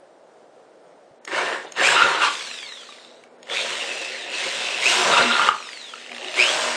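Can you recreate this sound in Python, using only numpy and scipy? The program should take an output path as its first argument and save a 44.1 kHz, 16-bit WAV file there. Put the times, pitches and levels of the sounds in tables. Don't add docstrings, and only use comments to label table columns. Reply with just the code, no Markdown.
import sys
import numpy as np
from scipy import signal
from scipy.fft import rfft, irfft, next_fast_len
from scipy.io import wavfile
from scipy.ndimage import uniform_filter1d

SR = 44100
rng = np.random.default_rng(int(sys.argv[2]) if len(sys.argv) > 2 else 0)


def voltage_ratio(decibels):
    exponent = np.asarray(decibels, float) / 20
    return 10 ** exponent


def persist_wave(psi):
    counts = np.round(np.clip(psi, -1, 1) * 32767).astype(np.int16)
    wavfile.write(sys.argv[1], SR, np.atleast_2d(counts).T)


N = 298116
TIME = np.arange(N) / SR
MAINS_THROB_HZ = 122.1
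HUM_HZ = 243
FIRST_PULL_S = 1.2755

# [f/Hz, width/Hz, level/dB]
HOUSING = [
    (2665, 130, 0),
    (2900, 320, -6),
    (3700, 260, -5),
    (4150, 350, -10),
]
# [f/Hz, width/Hz, level/dB]
GEARBOX = [
    (1790, 120, 0),
    (2100, 240, -3),
]
# [f/Hz, width/Hz, level/dB]
LID = [
    (964, 163, -0.5),
    (1256, 910, -1.5),
    (1520, 407, 1.5),
    (1650, 46, -8.5),
]
# [t/s, level/dB]
LOAD = [
    [(1.276, -37), (1.308, -41), (1.325, -32), (1.366, -29), (1.568, -35.5), (1.644, -43.5), (1.656, -39),
     (1.735, -56)],
    [(1.757, -45), (1.785, -28), (1.817, -28), (1.839, -26), (2.285, -36.5), (2.3, -59)],
    [(3.44, -62), (3.518, -35), (4.174, -43), (4.44, -35.5), (4.742, -38), (4.8, -36)],
    [(4.8, -36.5), (4.874, -31), (5.228, -26.5), (5.244, -34), (5.262, -30), (5.48, -29.5)],
    [(6.0, -52.5), (6.292, -37.5), (6.306, -44), (6.376, -30.5), (6.646, -33), (6.76, -33)],
    [(2.32, -42.5), (2.6, -54.5), (3.3, -67.5)],
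    [(5.51, -40), (5.58, -58.5), (5.95, -65.5)],
]


def rms_one(x):
    return x / np.sqrt(np.mean(x ** 2) + 1e-20)


def in_time(rows):
    s, *columns = np.transpose(rows)
    return [np.interp(TIME, s, column) for column in columns]


def control(tables):
    return in_time(sorted(sum(tables, [])))[0]


def gate(start_s, end_s, fade_s):
    return np.clip(np.minimum(TIME - start_s, end_s - TIME) / fade_s, 0, 1)


def drift(rate):
    r = np.exp(-80 * np.pi * rate / SR)
    noise = rng.standard_normal(N // 40 + 2002)
    slow = signal.lfilter([1], [1, -2 * r, r * r], noise)[2000:]
    return np.interp(np.arange(N) / 40, np.arange(len(slow)), rms_one(slow))


def coloured(x, spectrum):
    hz, db = np.transpose(spectrum)
    grid = np.maximum(np.arange(N // 2 + 1) * SR / N, 1)
    return rms_one(irfft(rfft(x) * voltage_ratio(np.interp(np.log(grid), np.log(hz), db)), N))


def resonate(x, modes, sway_db=0):
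    out = 0
    for k, (hz, width, db) in enumerate(modes):
        r = np.exp(-np.pi * width / SR)
        a = [1, -2 * r * np.cos(2 * np.pi * hz / SR), r * r]
        gain = voltage_ratio(db + sway_db * drift(17.7)) if sway_db else voltage_ratio(db)
        out = out + (-1) ** k * gain * signal.lfilter([(1 - r * r) / 2, 0, (r * r - 1) / 2], a, x)
    return rms_one(out)


def grit(per_s, spread_db, smooth):
    sizes = voltage_ratio(spread_db * np.minimum(rng.exponential(1, N), 4)) * rng.choice([-1, 1], N)
    contacts = sizes * (rng.random(N) < per_s / SR)
    return rms_one(contacts) + smooth * rng.standard_normal(N)


def add_ring(out, s, db, hz, t60, rise_s):
    start = round(s * SR)
    t = np.arange(min(4000, N - start)) / SR
    envelope = voltage_ratio(db - 60 * t / t60) * (1 - np.exp(-t / rise_s))
    out[start:][:len(t)] += envelope * np.sin(2 * np.pi * hz * t)


def cracks(events):
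    spikes = np.zeros(N)
    for s, db in events:
        spikes[round(s * SR)] = voltage_ratio(db)
    envelope = signal.lfilter([1], [1, -voltage_ratio(-60 / (0.012 * SR))], spikes + 1e-18)
    spectrum = [(500, -47.0), (1200, -14), (3500, -0.5), (9000, -5.0), (16000, 1.5)]
    return envelope * coloured(rng.standard_normal(N), spectrum)


def throb(depth, sharp):
    firing_jitter_s = .0012
    t = TIME + 0.0017 + firing_jitter_s * drift(54)
    half_wave = np.abs(np.sin(np.pi * MAINS_THROB_HZ * t)) ** sharp
    depth = np.clip(depth, 0, 1)
    return 1 - depth + depth * rms_one(half_wave)


def phases():
    # [start t/s, throb depth 0-1, gearbox growl/dB, housing whirr/dB, lid ring/dB]
    work = [(1.2, 0.1, -2, -6, 2.5), (1.32, 0.1, 5.5, -1, 5), (1.58, 0, 6, -3, -4.5), (1.74, 0.27, 9, 2, 5),
            (1.91, 0.16, 10, 4, 9.5), (2.201, 0, -1, 7, 14.5), (2.295, 0.1, 5.5, -8, 6), (3.4, 1, 6, -1, 2),
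            (3.79, 1, 7.5, -2.5, -2), (4.1, 0.3, 11, 3.5, -12), (4.3, 0.9, 1, 1, 0.5),
            (4.808, 0.8, -17, -2.5, 1), (4.91, .05, -1, -3, 9), (5.127, 0.3, 8.5, 3, 5.5),
            (5.51, 0, 7, -5, 13), (5.97, 1, 5, 0, -12), (6.352, 0.8, -6, 0, 2), (6.46, 0.7, 6, -8, 7)]
    start_s, *settings = np.transpose(work)
    current = np.maximum(np.searchsorted(start_s, TIME) - 1, 0)
    blend_s = .03
    return uniform_filter1d(np.array(settings)[:, current], size=round(blend_s * SR), axis=-1)


def fan():
    # [f/Hz, level/dB per Hz]
    air = [(18, -61), (40, -53.5), (102, -29.5), (177, -16), (266, -13), (300, -10), (497, -1.5),
           (574, -3.5), (632, -2.5), (1100, -16.5), (1430, -17), (2540, -27.5), (9290, -35), (13600, -38.5),
           (20400, -120)]
    hum = gate(1.15, np.inf, .05) * voltage_ratio(-61.5 + 2 * drift(12)) * np.sin(2 * np.pi * HUM_HZ * TIME)
    return voltage_ratio(-50.5 + .7 * drift(2.5)) * coloured(rng.standard_normal(N), air) + hum


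def room(x):
    t60_s = 0.22
    size = next_fast_len(N + SR)
    w = 2 * np.pi * np.arange(size // 2 + 1) / size
    echoes = 0
    for lag in rng.uniform(.011, .037, 8) * SR:
        loop = voltage_ratio(-60 * lag / SR / t60_s * (0.5 + 0.58 * w)) * np.exp(-1j * w * lag)
        echoes = echoes + loop / (1 - loop)
    return irfft(rfft(x, size) * echoes, size)[:N]


def table_thumps():
    # [t/s, peak level/dB, f/Hz]
    jolts = [
        (1.11, -49, 140),
        (1.87, -54, 80),
        (2.041, -29, 140),
        (5.194, -29, 140),
        (5.488, -40, 60),
    ]
    out = np.zeros(N)
    for s, db, hz in jolts:
        add_ring(out, s, db + 3.5, hz, .05, .004)
    return out


def switch_clicks():
    # [t/s, peak level/dB]
    moves = [
        (1.0434, -52),
        (1.1594, -53),
        (1.2506, -17.5),
        (1.722, -17),
        (3.046, -50),
        (3.239, -45),
        (3.4298, -25),
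        (6.117, -28),
    ]
    # [f/Hz, level/dB, time to die by 60 dB/s]
    parts = [
        (1390, -11, 0.01),
        (2300, -3, 0.0065),
        (3120, 0.5, 0.0043),
        (4370, -15, 0.073),
        (5400, -14, 0.031),
        (6660, 0.5, 0.011),
        (7160, -9.5, 0.0066),
    ]
    out = cracks([(s, db - 8.0) for s, db in moves])
    for s, db in moves:
        for hz, mode_db, t60 in parts:
            add_ring(out, s, db + mode_db - 9.0 + rng.normal(0, 1.2), hz, min(t60, .03), .0002)
    return out


def ticks():
    # [t/s, peak level/dB, f/Hz]
    first = [(1.2775, -22.5, 2050), (1.7635, -32, 2510), (1.7733, -29, 1740), (2.3527, -24, 2560),
             (2.378, -28, 3600), (2.41, -23, 2220), (2.449, -25, 3500), (2.394, -24, 3450),
             (2.425, -22.5, 4000), (2.4675, -45, 2410), (2.5127, -26.5, 2620), (2.542, -32, 1770),
             (2.588, -32, 3520), (2.6291, -24, 2100), (2.6634, -37, 3500), (2.691, -29, 3870),
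             (2.722, -32, 1520), (2.7755, -36, 2060), (2.924, -32, 2420), (2.9567, -44, 3930),
             (2.83, -46, 2300), (2.8874, -41, 2000), (2.987, -41, 1980), (3.048, -32.5, 3600),
             (3.19, -52, 3730), (3.2381, -35, 2280)]
    later = [(3.4715, -35, 2030), (3.499, -21, 2160), (3.705, -24, 2180), (5.1143, -13, 2640),
             (5.1811, -10.5, 2600), (5.3548, -22, 2740), (5.4362, -17.5, 2850), (5.3338, -16, 2630),
             (5.4187, -14.5, 2900), (5.585, -31, 2550), (5.626, -35, 2500), (5.671, -27, 3720),
             (5.69, -29, 1900), (5.7313, -27, 2360), (5.7744, -30, 2560), (5.815, -36, 2520),
             (5.853, -52, 1500), (5.894, -36, 1400), (5.939, -28, 2690), (5.9565, -29, 2770),
             (5.981, -34, 1600), (6.02, -40, 1900), (6.13, -27, 2100), (6.198, -30, 2730),
             (6.228, -26, 2780), (6.2632, -27, 2700), (6.295, -30.5, 2050), (6.313, -27, 3700),
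             (6.33, -31, 2300), (6.044, -44, 2640), (6.0627, -35, 2780), (6.095, -32, 2370),
             (6.118, -24, 2530), (6.1478, -25, 3560), (6.1648, -25, 1960), (6.182, -24, 2800),
             (6.2117, -30, 2600), (6.246, -21, 2850), (6.2814, -27, 2820), (6.3422, -19, 2590)]
    # [t/s, peak
    # level/dB, f/Hz]
    lid_answers = [(1.3179, -21, 1800), (1.3474, -17, 1790), (1.5269, -19, 1790), (1.5994, -28, 1800),
                   (2.4094, -29, 2200), (2.4723, -32, 1560), (2.5127, -33, 1910), (2.5396, -31, 1910),
                   (2.5875, -31, 2050), (2.6284, -28, 2180), (2.6894, -38, 2090), (2.7232, -30, 1900),
                   (2.7736, -37, 1930), (2.9846, -38, 2000), (5.688, -29, 1900), (5.7319, -33, 2190),
                   (5.7733, -29, 2050), (5.8516, -38, 1890), (5.9813, -35, 1510), (6.0132, -34, 1920),
                   (6.0616, -37, 1440), (6.094, -29, 2170)]
    chuck_answers = [(1.276, -29, 2880), (2.3526, -22, 3360), (2.3994, -28, 3230), (2.5122, -26, 2550),
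                     (2.5411, -27, 3810), (2.588, -26, 3420), (2.6294, -30, 2300), (2.6648, -28, 3630),
                     (2.7222, -31, 3790), (2.7794, -34, 3310), (2.9294, -40, 2700), (3.5713, -11, 2430),
                     (5.4874, -12, 2970), (5.5194, -26, 2690), (5.5837, -29, 2550), (5.6261, -27, 2500),
                     (5.7319, -28, 2320), (5.7733, -29, 2450), (5.8142, -30, 3880), (5.9794, -34, 2570),
                     (6.0437, -31, 2670), (6.0626, -30, 2780), (6.117, -24, 2440)]
    out = cracks([(s, db - 8) for s, db, hz in first + later])
    for s, db, hz in first + later:
        add_ring(out, s, db - 0.5, hz, .013, .0002)
        for body_hz, width, mode_db in GEARBOX + HOUSING + LID[1:2]:
            body_db = db + mode_db - 6.5 + 1.5 * rng.normal(0, 1.9)
            add_ring(out, s, body_db, body_hz, .011, .0002)
    for s, db, hz in lid_answers + chuck_answers:
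        add_ring(out, s, db + 1.5, hz, .016, .0002)
    return out


def snags():
    # [t/s, peak level/dB, f/Hz]
    catches = [(1.887, -4, 1640), (1.924, -11.5, 1520), (1.962, -7.5, 1280), (1.9652, -7, 1410),
               (1.997, -15, 1420), (2.021, -3.5, 1390), (2.233, -20, 1390), (2.266, -13.5, 1180),
               (2.283, -10, 1096), (2.832, -35, 1340), (2.89, -29, 1170), (2.137, -21, 1290),
               (2.148, -10, 1290), (2.207, -14, 1250), (5.128, -7, 1250), (5.1363, -5, 1360),
               (5.352, -13, 1470), (5.422, -7, 1400), (5.157, -10, 1360), (5.168, -4, 1210),
               (5.18, -18, 1230), (5.21, -5.5, 1420), (5.311, -10, 1274), (5.395, -4.5, 1187),
               (5.4153, -6.5, 1250), (5.457, -16, 1270), (5.488, 2.5, 1240), (5.937, -20.5, 1310)]
    out = cracks([(s, db - 23.5) for s, db, hz in catches])
    for s, db, hz in catches:
        add_ring(out, s, db, hz, .024, .0006)
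        add_ring(out, s, db - 15.5, 2.3 * hz, .02, .0004)
        add_ring(out, s, db - 12.0, 0.747 * hz, .02, .0005)
    return out


def buzzing():
    # [t/s, length/s, multiple of the throb, level/dB]
    swells = [
        (2.62, 0.44, 2, -72),
        (4.998, 0.025, 3, -26.5),
        (5.269, 0.027, 2, -24.5),
        (6.133, 0.032, 2, -45),
        (6.253, 0.059, 3, -42.5),
        (6.396, 0.028, 3, -31.5),
        (6.695, 0.072, 2, -42),
    ]
    out = np.zeros(N)
    for s, length, k, db in swells:
        swell = voltage_ratio(db) * np.exp(-((TIME - s) / length) ** 2)
        out += swell * np.sin(2 * np.pi * round(k) * MAINS_THROB_HZ * TIME)
    return out


def panel():
    # [middle t/s, half length/s, f/Hz, level/dB]
    rings = [(1.281, 0.0083, 1800, -42), (1.342, 0.021, 2690, -34), (1.384, 0.064, 2210, -32),
             (1.408, 0.06, 1650, -42), (1.497, 0.1, 1690, -39), (1.818, 0.044, 1710, -26.5),
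             (6.556, 0.067, 756, -34.5), (5.086, 0.027, 540, -26), (5.4, 0.048, 980, -29.5),
             (5.178, 0.023, 1004, -22.5), (1.932, 0.0097, 2860, -24), (1.983, 0.034, 2810, -24),
             (2.231, 0.015, 2780, -22), (2.263, 0.044, 3160, -30.5), (3.524, 0.03, 3400, -31),
             (3.593, 0.038, 3640, -30), (3.819, 0.018, 2800, -30.5), (3.898, 0.04, 2640, -33),
             (4.02, 0.084, 2640, -36), (4.363, 0.054, 2590, -33.5), (4.72, 0.11, 2630, -31),
             (1.894, 0.023, 1700, -28), (5.126, 0.014, 3690, -24), (5.18, 0.01, 2640, -17.5)]
    # [middle t/s, half length/s, f/Hz, width/Hz, level/dB]
    sparks = [
        (1.89, .07, 7430, 900, -29.5),
        (1.883, 0.085, 11600, 1200, -37),
        (1.945, 0.11, 15000, 900, -31),
        (4.95, .12, 12300, 1500, -34),
        (1.444, 0.15, 1800, 70, -36.5),
        (2.955, 0.23, 3850, 420, -53),
        (4.62, 0.091, 3600, 220, -37),
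        (6.58, 0.25, 627, 60, -33),
        (5.3, 0.19, 1400, 40, -30),
        (3.663, .08, 3450, 250, -40),
    ]
    panel_width_hz = 142
    bursts = [(s, half, hz, panel_width_hz, db) for s, half, hz, db in rings] + sparks
    rattle = grit(1400, 2.5, 0.4) * throb(0.31, 2.2)
    out = np.zeros(N)
    for s, half, hz, width, db in bursts:
        reach = 2 * half + .02
        on = np.arange(round((s - reach) * SR), min(N, round((s + reach) * SR)))
        swell = voltage_ratio(db) * np.exp(-((on / SR - s) / half) ** 4)
        out[on] += swell * resonate(rattle[on], [(hz, width, 0)])
    return out


def cutting():
    # [f/Hz, width/Hz, level/dB]
    can = [
        (355.3, 76, -6),
        (555.7, 62, -0.5),
        (701, 55, -1),
        (787, 220, -8),
    ]
    # [f/Hz, width/Hz, level/dB]
    board = [
        (150, 60, -9),
        (243, 12, 0),
        (200, 80, -22),
    ]
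    # [t/s, length/s, rise/dB]
    shudders = [
        (1.943, 0.012, 4),
        (2.045, 0.043, 11),
        (5.103, 0.13, 14),
        (5.235, 0.027, 12),
        (5.304, 0.037, 1),
        (5.44, 0.039, 8),
        (6.5, 0.35, -13),
        (5.75, .1, -8),
        (2.4, .1, -10),
    ]
    # [from t/s, to t/s, change/dB]
    gripped = [
        (2.13, 2.6, -2.5),
        (5.3, 5.6, -6.5),
        (3.6, 3.85, -3.5),
        (6.25, 6.85, -5),
    ]
    load_db = control(LOAD)
    lid_db = load_db + phases()[3] - 4.0
    drum_db = load_db - 0.3
    for start_s, end_s, db in gripped:
        drum_db = drum_db + db * gate(start_s, end_s, 0.071)
    table_db = load_db - 25.5
    for s, length, db in shudders:
        table_db = table_db + db * np.exp(-((TIME - s) / length) ** 2)
    bite = voltage_ratio(1.57 * drift(24))
    drum = resonate(grit(500, 2.0, 0.81), can, sway_db=2.5) * voltage_ratio(drum_db)
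    lid = resonate(grit(700, 1.2, 1.0), LID) * voltage_ratio(lid_db)
    table = resonate(rng.standard_normal(N), board) * voltage_ratio(table_db)
    hum = voltage_ratio(table_db - 11 + 3 * drift(8)) * np.sin(2 * np.pi * HUM_HZ * TIME)
    return gate(FIRST_PULL_S, np.inf, .002) * (bite * (drum + lid) + table + hum)


def singing():
    # [t/s, level/dB]
    loudness = [
        [(1.93, -31), (1.97, -7), (2.1, -22.5), (2.202, -26), (2.236, -11.5), (2.285, -23), (2.3, -34),
         (2.33, -40)],
        [(5.08, -34), (5.158, -16.5), (5.34, -29), (5.4, -19), (5.45, -24), (5.49, -16), (5.54, -59),
         (5.66, -39)],
    ]
    # [f/Hz, width/Hz, level/dB]
    pierced = [
        (1187, 28, -7),
        (1288, 45, -7.5),
        (1402, 22, 1),
    ]
    rubbed = resonate(grit(400, 4.0, 0.37), pierced)
    level = sum(gate(rows[0][0], rows[-1][0], 0.048) * voltage_ratio(in_time(rows)[0] - 5.5) for rows in loudness)
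    return rubbed * level


def coasting():
    # [start t/s, length/s, start f/Hz, level/dB, side line of the free chuck/dB, upper lines/dB]
    coasts = [
        (1.88, .17, 5620, -33, 0, 0),
        (2.03, .17, 4720, -41, 0, 0),
        (2.29, .81, 3957, -44, 1, -1),
        (3.68, .2, 4350, -41, -9, -6),
        (3.9, .38, 3270, -49, 1, 2),
        (5.5, .57, 3400, -47, -2, 1),
    ]
    # [multiple of the gear whine, level/dB, heard from f/Hz, heard up to f/Hz]
    lines = [
        (1, 1, 1700, 6000),
        (1.415, 2, 3000, 5400),
        (2, 4, 2850, 6700),
        (2, -13, 1700, 3000),
        (3, -5, 3300, 6200),
        (4, -10, 3400, 4700),
        (5, -9, 3700, 4900),
        (6.7, -12, 3700, 4500),
    ]
    # [f/Hz, level/dB]
    let_out = [
        (1850, -2),
        (2600, 0),
        (2950, -4),
        (3200, 0),
        (4000, 2),
        (4500, -1),
        (5000, -5),
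        (5700, -6),
        (6600, -16),
    ]
    friction_hz_per_s, drag_per_s = 2880, .6
    lost_hz = friction_hz_per_s / drag_per_s
    through_hz, through_db = np.transpose(let_out)
    out = np.zeros(N)
    for s, length, start_hz, level_db, side_db, upper_db in coasts:
        on = slice(round(s * SR), round((s + length) * SR))
        t = np.clip(TIME - s, 0, length)[on]
        hz = (start_hz + lost_hz) * np.exp(-drag_per_s * t) - lost_hz
        fade = gate(s, s + length, .04)[on]
        phase = 2 * np.pi * np.cumsum(hz * (1 + .006 * drift(90)[on])) / SR
        for order, db, low_hz, high_hz in lines:
            line_hz = order * hz
            heard_db = level_db + db + side_db * (order == 1.415) + upper_db * (order >= 2)
            heard_db = heard_db + np.interp(line_hz, through_hz, through_db) + 2.2 * drift(110)[on]
            inside = np.clip(np.minimum(line_hz - low_hz, (high_hz - line_hz) / 2) / 250, 0, 1)
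            out[on] += fade * inside * voltage_ratio(heard_db) * np.sin(order * phase)
    return out


def squeals():
    # [t/s, tooth rate f/Hz, level/dB, second harmonic level/dB]
    bursts = [
        [(1.815, 2018, -39, -62), (1.845, 2320, -21, -50), (1.872, 2585, -25, -25), (1.894, 2900, -40, -31),
         (1.92, 2900, -40, -60)],
        [(3.53, 1836, -45, -55), (3.546, 2030, -33, -49), (3.57, 2376, -28.5, -46.5), (3.63, 2470, -45, -51)],
        [(4.4, 1840, -26, -43), (4.42, 2095, -39, -39), (4.47, 2180, -38, -36)],
        [(4.815, 1993, -28, -53), (4.845, 2330, -29, -45), (4.87, 2585, -19, -21), (4.895, 2901, -27, -49),
         (4.92, 3000, -30, -50)],
        [(6.355, 1827, -48, -67), (6.38, 2130, -30, -52), (6.402, 2412, -20.5, -26), (6.435, 2760, -23.5, -21),
         (6.45, 2930, -28, -48), (6.475, 3140, -30, -55), (6.5, 3350, -32, -60), (6.53, 3520, -47, -60)],
    ]
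    # [one pulse peaks at t/s, pulse rate f/Hz]
    pulses = [
        (1.849, 122),
        (3.5746, 112),
        (4.4406, 116),
        (4.85, 121.5),
        (6.4008, 120.5),
    ]
    out = np.zeros(N)
    for rows, (peak_s, per_s) in zip(bursts, pulses):
        hz, first_db, second_db = in_time(rows)
        pulse = 0.22 + np.abs(np.cos(np.pi * per_s * (TIME - peak_s))) ** 7.1
        phase = 2 * np.pi * np.cumsum(hz * (1 + .007 * drift(90))) / SR
        octave_heard = np.clip((5700 - 2 * hz) / 400, 0, 1)
        tone = voltage_ratio(first_db + 12.5) * np.sin(phase)
        octave = voltage_ratio(second_db + 2.5) * octave_heard * np.sin(2 * phase)
        out += gate(rows[0][0], rows[-1][0], 0.022) * pulse * (tone + octave)
    return out * voltage_ratio(2.0 * drift(49))


def motor():
    # [t/s, level/dB]
    speed = [
        [(1.276, -49), (1.305, -47.5), (1.382, -39.5), (1.526, -43), (1.715, -59.5)],
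        [(1.755, -57), (1.775, -38.5), (1.861, -27.5), (1.95, -32.5), (2.033, -34.5), (2.2, -40), (2.25, -31.5),
         (2.3, -36)],
        [(2.3, -37.5), (2.906, -51.5), (3.258, -67), (3.3, -99)],
        [(3.44, -64.5), (3.542, -34.5), (4.038, -39.5), (4.3, -46.5)],
        [(4.3, -41), (4.308, -42), (4.4, -34.5), (4.8, -36.5)],
        [(4.8, -34.5), (4.878, -24), (5.438, -35.5), (5.48, -34)],
        [(5.5, -44), (6.11, -50), (6.33, -41.5), (6.39, -29.5), (6.45, -28), (6.76, -32)],
    ]
    # [f/Hz, level/dB per Hz]
    air = [
        (700, -22.5),
        (1500, -2),
        (2800, 4),
        (4300, -2.5),
        (7600, -6.5),
        (9300, -12),
        (12000, -13),
        (16000, -4),
    ]
    speed_db = control(speed)
    extra_load_db = control(LOAD) - speed_db
    depth, gearbox_db, housing_db, _ = phases()
    growl_db = gearbox_db + speed_db + 0.77 * extra_load_db - 10.5
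    whirr_db = housing_db + speed_db + 0.71 * extra_load_db - 2.0
    rattle = grit(2500, 3.6, 0.3) * throb(depth, 2.9)
    growl = resonate(rattle, GEARBOX) * voltage_ratio(growl_db + 2.0 * drift(24))
    whirr = resonate(rattle, HOUSING, sway_db=3.5) * voltage_ratio(whirr_db + 2.7 * drift(24))
    hiss = coloured(grit(6000, 2.53, 0.56), air) * voltage_ratio(speed_db + 8.0 + 0.57 * drift(30))
    brushes = signal.sosfiltfilt(signal.butter(2, 3600, fs=SR, output="sos"), hiss)
    hiss = hiss + (voltage_ratio(0.77 * housing_db) - 1) * brushes
    return gate(FIRST_PULL_S, np.inf, .002) * (growl + whirr + hiss * throb(.3 * depth, 1.4))


def scene():
    knocks = switch_clicks() + ticks() + snags()
    running = motor() + cutting() + singing() + knocks + panel()
    no_rumble = signal.butter(2, 110, "high", fs=SR, output="sos")
    near = signal.sosfilt(no_rumble, running) + squeals() + coasting() + buzzing()
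    heard = near + voltage_ratio(-16) * room(near) + fan() + table_thumps()
    return heard[None]


def thinned(x, share):
    hz, _, cells = signal.stft(x, SR, nperseg=1024)
    power = np.abs(cells) ** 2
    local = uniform_filter1d(uniform_filter1d(power, size=3, axis=-2), size=7, axis=-1)
    log_local = uniform_filter1d(np.log(local + 1e-20), size=41, axis=-2)
    around = np.exp(uniform_filter1d(log_local, size=5, axis=-1))
    limit = share * np.clip((hz - 3800) / 2200, 0, 1)[:, None] ** .5
    kept = cells * np.where(local < limit * around, .05, 1)
    return signal.istft(kept, SR, nperseg=1024)[1][..., :N]


def roll_off(x):
    return signal.sosfilt(signal.butter(12, 15720, fs=SR, output="sos"), x)


def record(dry):
    # [from f/Hz, level/dB]
    steps = [
        (9650, -28.5),
        (10450, -22),
        (13550, -59),
        (14500, -40),
    ]
    hz = np.arange(N // 2 + 1) * SR / N
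    gain_db = np.zeros(N // 2 + 1)
    for from_hz, db in steps:
        gain_db[hz > from_hz] = db
    step_width_hz = 90
    gain_db = uniform_filter1d(gain_db, size=round(step_width_hz * N / SR))
    rounded = thinned(1.6 * np.tanh(dry / 1.6), .84)
    faded = rounded * gate(-1, N / SR, 0.0014)
    mix = irfft(rfft(faded) * voltage_ratio(gain_db), N)
    return roll_off(mix)


dry = scene()
out = record(dry)
persist_wave(out)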